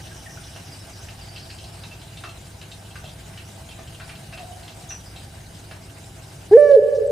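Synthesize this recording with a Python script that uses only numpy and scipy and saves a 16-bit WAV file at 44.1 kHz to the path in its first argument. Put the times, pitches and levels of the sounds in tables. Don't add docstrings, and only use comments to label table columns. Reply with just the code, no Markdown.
import sys
import numpy as np
from scipy import signal
from scipy.fft import rfft, irfft
from scipy.io import wavfile
from scipy.ndimage import uniform_filter1d, minimum_filter1d

SR = 44100
rng = np.random.default_rng(int(sys.argv[2]) if len(sys.argv) > 2 else 0)


def generate_wav(sig):
    pcm = np.round(np.clip(np.atleast_2d(sig).T, -1, 1) * 32767).astype(np.int16)
    wavfile.write(sys.argv[1], SR, pcm)


N = 313551
T = np.arange(N) / SR

COO_START_S, SLIDE_S, HOLD_S, DROP_S, BREAK_S = 6.51, 0.062, 0.189, 0.046, 0.007


def dove(modes_db=2.0, modes_t60_s=1.33, low_wash_db=-23, high_wash_db=-13, room_lean_db=3):
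    # [hz, t60_s]
    room_decay = [(200, 0.8), (500, 7.1), (1200, 1.6), (1750, 1.16), (3000, 0.39), (6000, 0.16),
                  (12000, 0.16)]
    beam_db, overtone_lean_db = 9.5, -2.5
    sides = np.array([[-0.5], [0.5]])
    tone, overtones = syrinx()
    direct_tone = tone * amp(sides * beam_db * high_register())
    direct_overtones = overtones * amp(sides * overtone_lean_db)
    ring = amp(modes_db + room_lean_db * sides) * standing_waves(tone, modes_t60_s)
    send_db = read([(650, low_wash_db), (1700, high_wash_db)], np.fft.rfftfreq(N, 1 / SR))
    sent = irfft(rfft(tone + overtones) * amp(send_db), N)
    return direct_tone + direct_overtones + ring + reverb(sent, room_decay, build_s=0.052)


def syrinx(jitter=0.0016, low_jitter=0.005, rasp_db=-38, attack_s=0.0048, release_s=0.023):
    # [hz, level_db]
    throat = [(760, -10.5), (950, -38), (1160, -35.5), (1290, -47), (1450, -44), (1640, -29), (1750, -29),
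              (1900, -40), (2120, -42), (2340, -46.5), (2900, -55.5), (3900, -77.5), (4650, -58),
              (5200, -60), (5750, -52.5), (6800, -87.5)]
    # [time_s, level_db]
    coo_level = [(6.512, -19), (6.532, -6), (6.558, -3.5), (6.652, -16.5), (6.708, -11.5), (6.724, -10),
                 (6.778, -4.5), (6.802, -12.5)]
    age_s, high = np.maximum(T - COO_START_S, 0), high_register()
    break_dip_db = -2.5
    tone_db = np.interp(T, *np.transpose(coo_level)) + break_dip_db * np.sin(np.pi * high)

    overtone_db, swell_db, swell_s, fade_after_s, fade_db_per_s = -3.5, 9, 0.018, 0.19, 209.5
    drive_db = overtone_db - swell_db * np.exp(-age_s / swell_s)
    drive_db = drive_db - fade_db_per_s * np.maximum(age_s - fade_after_s, 0)
    low_dull_db, push_after_s, push_s, push_db = -5.5, 0.027, 0.0042, 8
    drive_db = drive_db + low_dull_db * (1 - high)
    drive_db = drive_db + push_db * np.exp(-((age_s - push_after_s) / push_s) ** 2)

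    wobble = evened(uniform_filter1d(rng.standard_normal(N), 300))
    hz = coo_pitch() * (1 + (low_jitter + (jitter - low_jitter) * high) * wobble)
    phase = 2 * np.pi * np.cumsum(hz) / SR
    left_s = SLIDE_S + HOLD_S + DROP_S - age_s
    gate = np.sin(np.pi / 2 * np.clip(np.minimum(age_s / attack_s, left_s / release_s), 0, 1)) ** 2
    overtones = sum(amp(read(throat, k * hz)) * np.sin(k * phase) for k in range(2, 12))
    breath = noise(N, lambda f: read([(250, -50)] + throat, f) + 20 * np.log10(f + 1))
    rasp = amp(rasp_db) * np.interp(hz, [430, 560], [1, 0.1]) * breath
    return np.sqrt(2) * gate * np.array([amp(tone_db) * np.sin(phase), amp(drive_db) * (overtones + rasp)])


def coo_pitch():
    start_hz, slide_hz_per_s = 370, 2200
    top_hz, sag_hz, sag_power = 586, 45.4, 2.5
    drop_hz, end_hz, settle_s = 499.5, 414, 0.013
    age_s = np.maximum(T - COO_START_S, 0)
    held = np.clip((age_s - SLIDE_S) / HOLD_S, 0, 1)
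    slide = start_hz + slide_hz_per_s * age_s
    drop = end_hz + (drop_hz - end_hz) * np.exp(-np.maximum(age_s - SLIDE_S - HOLD_S, 0) / settle_s)
    high = high_register()
    return high * (top_hz - sag_hz * held ** sag_power) + (1 - high) * np.where(held < 0.5, slide, drop)


def high_register():
    since_s = T - COO_START_S - SLIDE_S
    return np.clip(0.5 + np.minimum(since_s, HOLD_S - since_s) / BREAK_S, 0, 1)


def standing_waves(x, t60_s):
    # [hz, relative gain_db at resonance]
    room_modes = [(359, 12.5), (394, -7.5), (405, -12), (418, -4), (426, 1.5), (440, -10), (452, -2),
                  (464, -19.5), (474, -10.5), (483, -2), (497, -10), (514, 6.5), (537, -12), (545, 4.5),
                  (564, -0.5), (575, -23.5), (587, 6.5), (604, 5)]
    radius = np.exp(-np.log(1000) / t60_s / SR)
    ring = np.zeros(N)
    for hz, gain_db in room_modes:
        pole = radius * np.exp(2j * np.pi * hz / SR)
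        ring += amp(gain_db) * signal.lfilter([2 * (1 - radius)], [1, -pole], x).real
    return ring


def feathers():
    # [start_s, length_s, centre_hz, width_hz, level_db]
    rustles = [(6.586, 0.03, 8800, 1200, -47.5), (6.708, 0.018, 3850, 2000, -45),
               (6.723, 0.047, 3890, 2980, -48), (6.943, 0.036, 5440, 2000, -50.5),
               (7.064, 0.02, 7930, 490, -50)]
    out = np.zeros(N)
    for start_s, length_s, centre_hz, width_hz, level_db in rustles:
        brush = noise(int(length_s * SR), lambda hz: -20 * np.log10(1 + (2 * (hz - centre_hz) / width_hz) ** 2))
        add(out, start_s, amp(level_db) * brush * signal.windows.tukey(len(brush), 0.5))
    return out


def ticks(trim_db=-7.0, t60_s=0.095, ring_db=9.5, ring_width_hz=240, room_db=-3, room_t60_s=0.36, top_db=-20):
    # [start_s, relative level_db, main ring_hz, thump_db, body_db]
    clear_ticks = [(0.5598, -31, 2900, 3, 1), (1.0846, -31.5, 2930, -5, -3), (1.3607, -29, 2930, -25, -18),
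                   (1.5013, -32, 4350, -21, -3), (1.6387, -32, 4330, -7, -36),
                   (1.8347, -30.5, 3850, -4.5, -6), (1.911, -34.5, 2640, -17, 0),
                   (2.17, -31, 3580, -11, -12), (2.2368, -25, 1270, 2.5, 1), (2.29, -33, 2660, -18, -35),
                   (2.613, -32, 3000, -15, 1), (2.7156, -33, 3730, -19, -20), (2.9546, -29.5, 1560, -5, 8),
                   (3.041, -29.5, 2830, 8, -10), (3.3737, -29.5, 2930, -28, 1.5),
                   (3.7098, -35.5, 2420, -15, -19), (3.7885, -30.5, 1830, 10, -2),
                   (3.9995, -26.5, 1480, -3, 9), (4.0928, -28.5, 2430, -8, 3), (4.3256, -28.5, 2580, 1, 5),
                   (4.3745, -27.5, 2900, 1.5, 0), (4.6783, -31.5, 3450, -9, -12),
                   (4.9062, -28.5, 2800, -7, 5.5), (5.1602, -31.5, 3980, -9, -20),
                   (5.7114, -27.5, 1630, 3, 2.5)]
    # [hz, width_hz, lift_db]
    tick_modes = [(690, 47, 19.5), (1570, 110, -2), (2683, 76, 13.5), (3140, 160, 5.5), (4160, 570, 5)]
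    out, t = np.zeros(N), np.arange(8192) / SR
    for start_s, level_db, ring_hz, thump_db, body_db in clear_ticks + faint_ticks():
        colour = [(250, thump_db - 7), (750, thump_db - 4.5), (1550, body_db - 2.5),
                  (3200, -6.5), (8000, top_db), (15000, -36)]
        modes = tick_modes + [(ring_hz, ring_width_hz, ring_db)]
        tap = noise(len(t), lambda hz: read(colour, hz) + bumps(modes, hz))
        decay = amp(level_db + trim_db - 60 * t / t60_s)
        add(out, start_s, tap * decay * (1 - np.exp(-t / 0.00075)))
    return out + amp(room_db) * reverb(out, [(500, room_t60_s), (8000, 0.137)], build_s=0.0042)


def faint_ticks(scatter_db=2):
    per_s, until_s, level_db, low_ring_hz, high_ring_hz, thin_db = 3.1, 4.8, -36.5, 2670, 4500, -24
    rows = []
    for when, force, ring in rng.random((round(per_s * until_s), 3)):
        tick_db = level_db + scatter_db * (2 * force - 1)
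        ring_hz = low_ring_hz + (high_ring_hz - low_ring_hz) * ring
        rows.append((when * until_s, tick_db, ring_hz, thin_db, thin_db))
    return rows


def far_birds(room_db=-1.5, room_t60_s=0.31):
    # [start_s, notes in the run, note length_s, start_hz, level_db]
    chirps = [(0.109, 1, 0.021, 1685, -48.5), (0.259, 1, 0.02, 1926, -42), (0.373, 1, 0.0057, 1500, -41.5),
              (0.715, 1, 0.031, 5070, -46), (0.797, 1, 0.023, 5500, -50), (0.931, 1, 0.018, 4900, -50),
              (1.005, 1, .032, 6480, -51), (1.21, 5, 0.019, 4920, -46.5), (5.055, 1, 0.027, 5150, -49)]
    note_gap_s = 0.071
    out = twitter()
    for start_s, count, length_s, start_hz, level_db in chirps:
        for k in range(round(count)):
            add(out, start_s + k * note_gap_s, note(falling(start_hz, length_s), level_db, waver=0.022))
    at_s, whistle_s, whistle_hz, swoop_hz, swoop_s, whistle_db = 4.884, 0.054, 5860, 2420, 0.0047, -37.5
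    swoop = whistle_hz + swoop_hz * np.exp(-np.arange(0, whistle_s, 1 / SR) / swoop_s)
    add(out, at_s, note(swoop, whistle_db, waver=0.018))
    return out + amp(room_db) * reverb(out, [(700, 0.28), (6000, room_t60_s)], build_s=0.0043)


def twitter(width_hz=560, release_s=0.09):
    end_s, start_hz, sag_hz_per_s, start_db, fade_db_per_s = 1.97, 5880, 520, -52, 4
    blur = noise(N, lambda hz: -6 * (hz / width_hz) ** 2) * amp(flicker(depth_db=3.5, rate_hz=18))
    level = amp(start_db - fade_db_per_s * T) * np.clip((end_s - T) / release_s, 0, 1)
    carrier = np.sin(2 * np.pi * np.cumsum(start_hz - sag_hz_per_s * T) / SR)
    return level * blur * carrier


def far_hoot(room_db=1):
    at_s, length_s, start_hz, level_db, ring_t60_s = 4.383, 0.061, 739, -37.5, 1.3
    out = np.zeros(N)
    add(out, at_s, note(falling(start_hz, length_s), level_db, waver=0.035))
    return out + amp(room_db) * reverb(out, [(700, ring_t60_s)], build_s=0.0024)


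def note(hz, level_db, waver):
    wobble = evened(uniform_filter1d(rng.standard_normal(8192), 60))[:len(hz)]
    phase = 2 * np.pi * np.cumsum(hz * (1 + waver * wobble)) / SR
    return amp(level_db) * np.sqrt(2) * np.sin(phase) * signal.windows.tukey(len(hz), 0.5)


def falling(start_hz, length_s, fall=0.075):
    return start_hz * np.linspace(1, 1 - fall, int(length_s * SR))


def room_tone():
    # [hz, density_db]
    rumble_colour = [(12, -50.5), (20, -7.5), (27, -29.5), (59, -1), (102, -5.5), (151, -4), (235, -16),
                     (362, -15.5), (455, -22.5), (500, -21), (650, -38), (1100, -120)]
    # [hz, density_db]
    hiss_colour = [(240, -31), (400, -13), (550, -7), (670, -5), (860, -4.5), (1080, -10), (2100, -11),
                   (2950, -11.5), (4400, -13), (7200, -14), (9300, -13.5), (10800, -17.5), (12200, -22),
                   (15400, -23.5)]
    # [hz, width_hz, lift_db]
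    air_modes = [(661, 41, 10.5), (785, 29, 6.7), (1560, 81, 6.3), (2920, 150, 3.8), (3880, 110, 4.9),
                 (4940, 150, 4.3), (8100, 170, 3), (9200, 300, 1.5)]
    # [time_s, relative level_db]
    drift = [(0, 1.9), (2.4, -0.1), (4.6, 0.96), (6.1, -0.6), (6.6, 0.5), (7.11, -3.3)]
    rumble_db, hum_hz, hum_db, hiss_db = -43.5, 101.4, -47, -48
    rumble = spread(*(noise(N, lambda hz: read(rumble_colour, hz)) for _ in range(2)))
    hiss = spread(*(noise(N, lambda hz: read(hiss_colour, hz) + bumps(air_modes, hz)) for _ in range(2)))
    hum = amp(hum_db) * np.sqrt(2) * np.sin(2 * np.pi * hum_hz * T)
    moving_db = hiss_db + np.interp(T, *np.transpose(drift)) + flicker(depth_db=0.8, rate_hz=26)
    return amp(rumble_db) * rumble + hum + amp(moving_db) * patchy(hiss, depth_db=2.5)


def flicker(depth_db, rate_hz):
    return depth_db * noise(N, lambda hz: -20 * np.log10(1 + (hz / rate_hz) ** 2))


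def patchy(x, depth_db):
    hz, _, z = signal.stft(x, SR, nperseg=512)
    grain = uniform_filter1d(rng.standard_normal(z.shape[1:]), size=8, axis=0)
    patches = evened(uniform_filter1d(grain, size=6, axis=1))
    depth = read([(1200, depth_db / 2), (4000, depth_db), (9500, depth_db), (12000, 0.015)], hz)[:, None]
    return signal.istft(z * amp(depth * patches), SR, nperseg=512)[1][:, :N]


def reverb(x, t60s, build_s):
    hz, t, z = signal.stft(rng.standard_normal((2, SR)), SR, nperseg=256)
    z = z * amp(-60 * t / read(t60s, hz)[:, None]) * (1 - np.exp(-t / build_s))
    tail = spread(*signal.istft(z, SR, nperseg=256)[1])
    return signal.fftconvolve(x[None], tail / np.linalg.norm(tail[0]), axes=1)[:, :N]


def spread(mid, other):
    # [hz, side over mid_db]
    stereo_width = [(50, -36.5), (150, -21), (400, -4.5), (700, -5.5), (2000, -2.5), (5000, -6),
                    (9000, -7.5), (11000, -45.5)]
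    side_db = read(stereo_width, np.fft.rfftfreq(len(other), 1 / SR))
    side = irfft(rfft(other) * amp(side_db), len(other))
    return np.array([mid + side, mid - side])


def noise(size, colour):
    hz = np.fft.rfftfreq(size, 1 / SR)
    return evened(irfft(rfft(rng.standard_normal(size)) * amp(colour(hz)), size))


def bumps(modes, hz):
    return sum(lift_db / (1 + (2 * (hz - f) / width) ** 2) for f, width, lift_db in modes)


def read(points, hz):
    f, value = np.transpose(points)
    return np.interp(np.log(hz + 1), np.log(f + 1), value)


def add(mix, start_s, sound):
    part = mix[round(start_s * SR):][:len(sound)]
    part += sound[:len(part)]


def evened(x):
    return x / np.sqrt(np.mean(x ** 2) + 1e-20)


def amp(db):
    return 10 ** (np.asarray(db) / 20)


def scene():
    return dove() + feathers() + ticks() + far_birds() + far_hoot() + room_tone()


def record(dry, recovery_db_per_s=8, edge_hz=15500):
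    over_db = np.maximum(20 * np.log10(abs(dry).max(0) + 1e-9), 0)
    fall_db = T * recovery_db_per_s
    held_db = np.maximum.accumulate(over_db + fall_db) - fall_db
    gain_db = uniform_filter1d(minimum_filter1d(-held_db, size=300), size=300)
    low_pass = signal.firwin(511, edge_hz, window=("kaiser", 9), fs=SR)
    return signal.oaconvolve(dry * amp(gain_db), low_pass[None], "same")


dry = scene()
out = record(dry)
generate_wav(out)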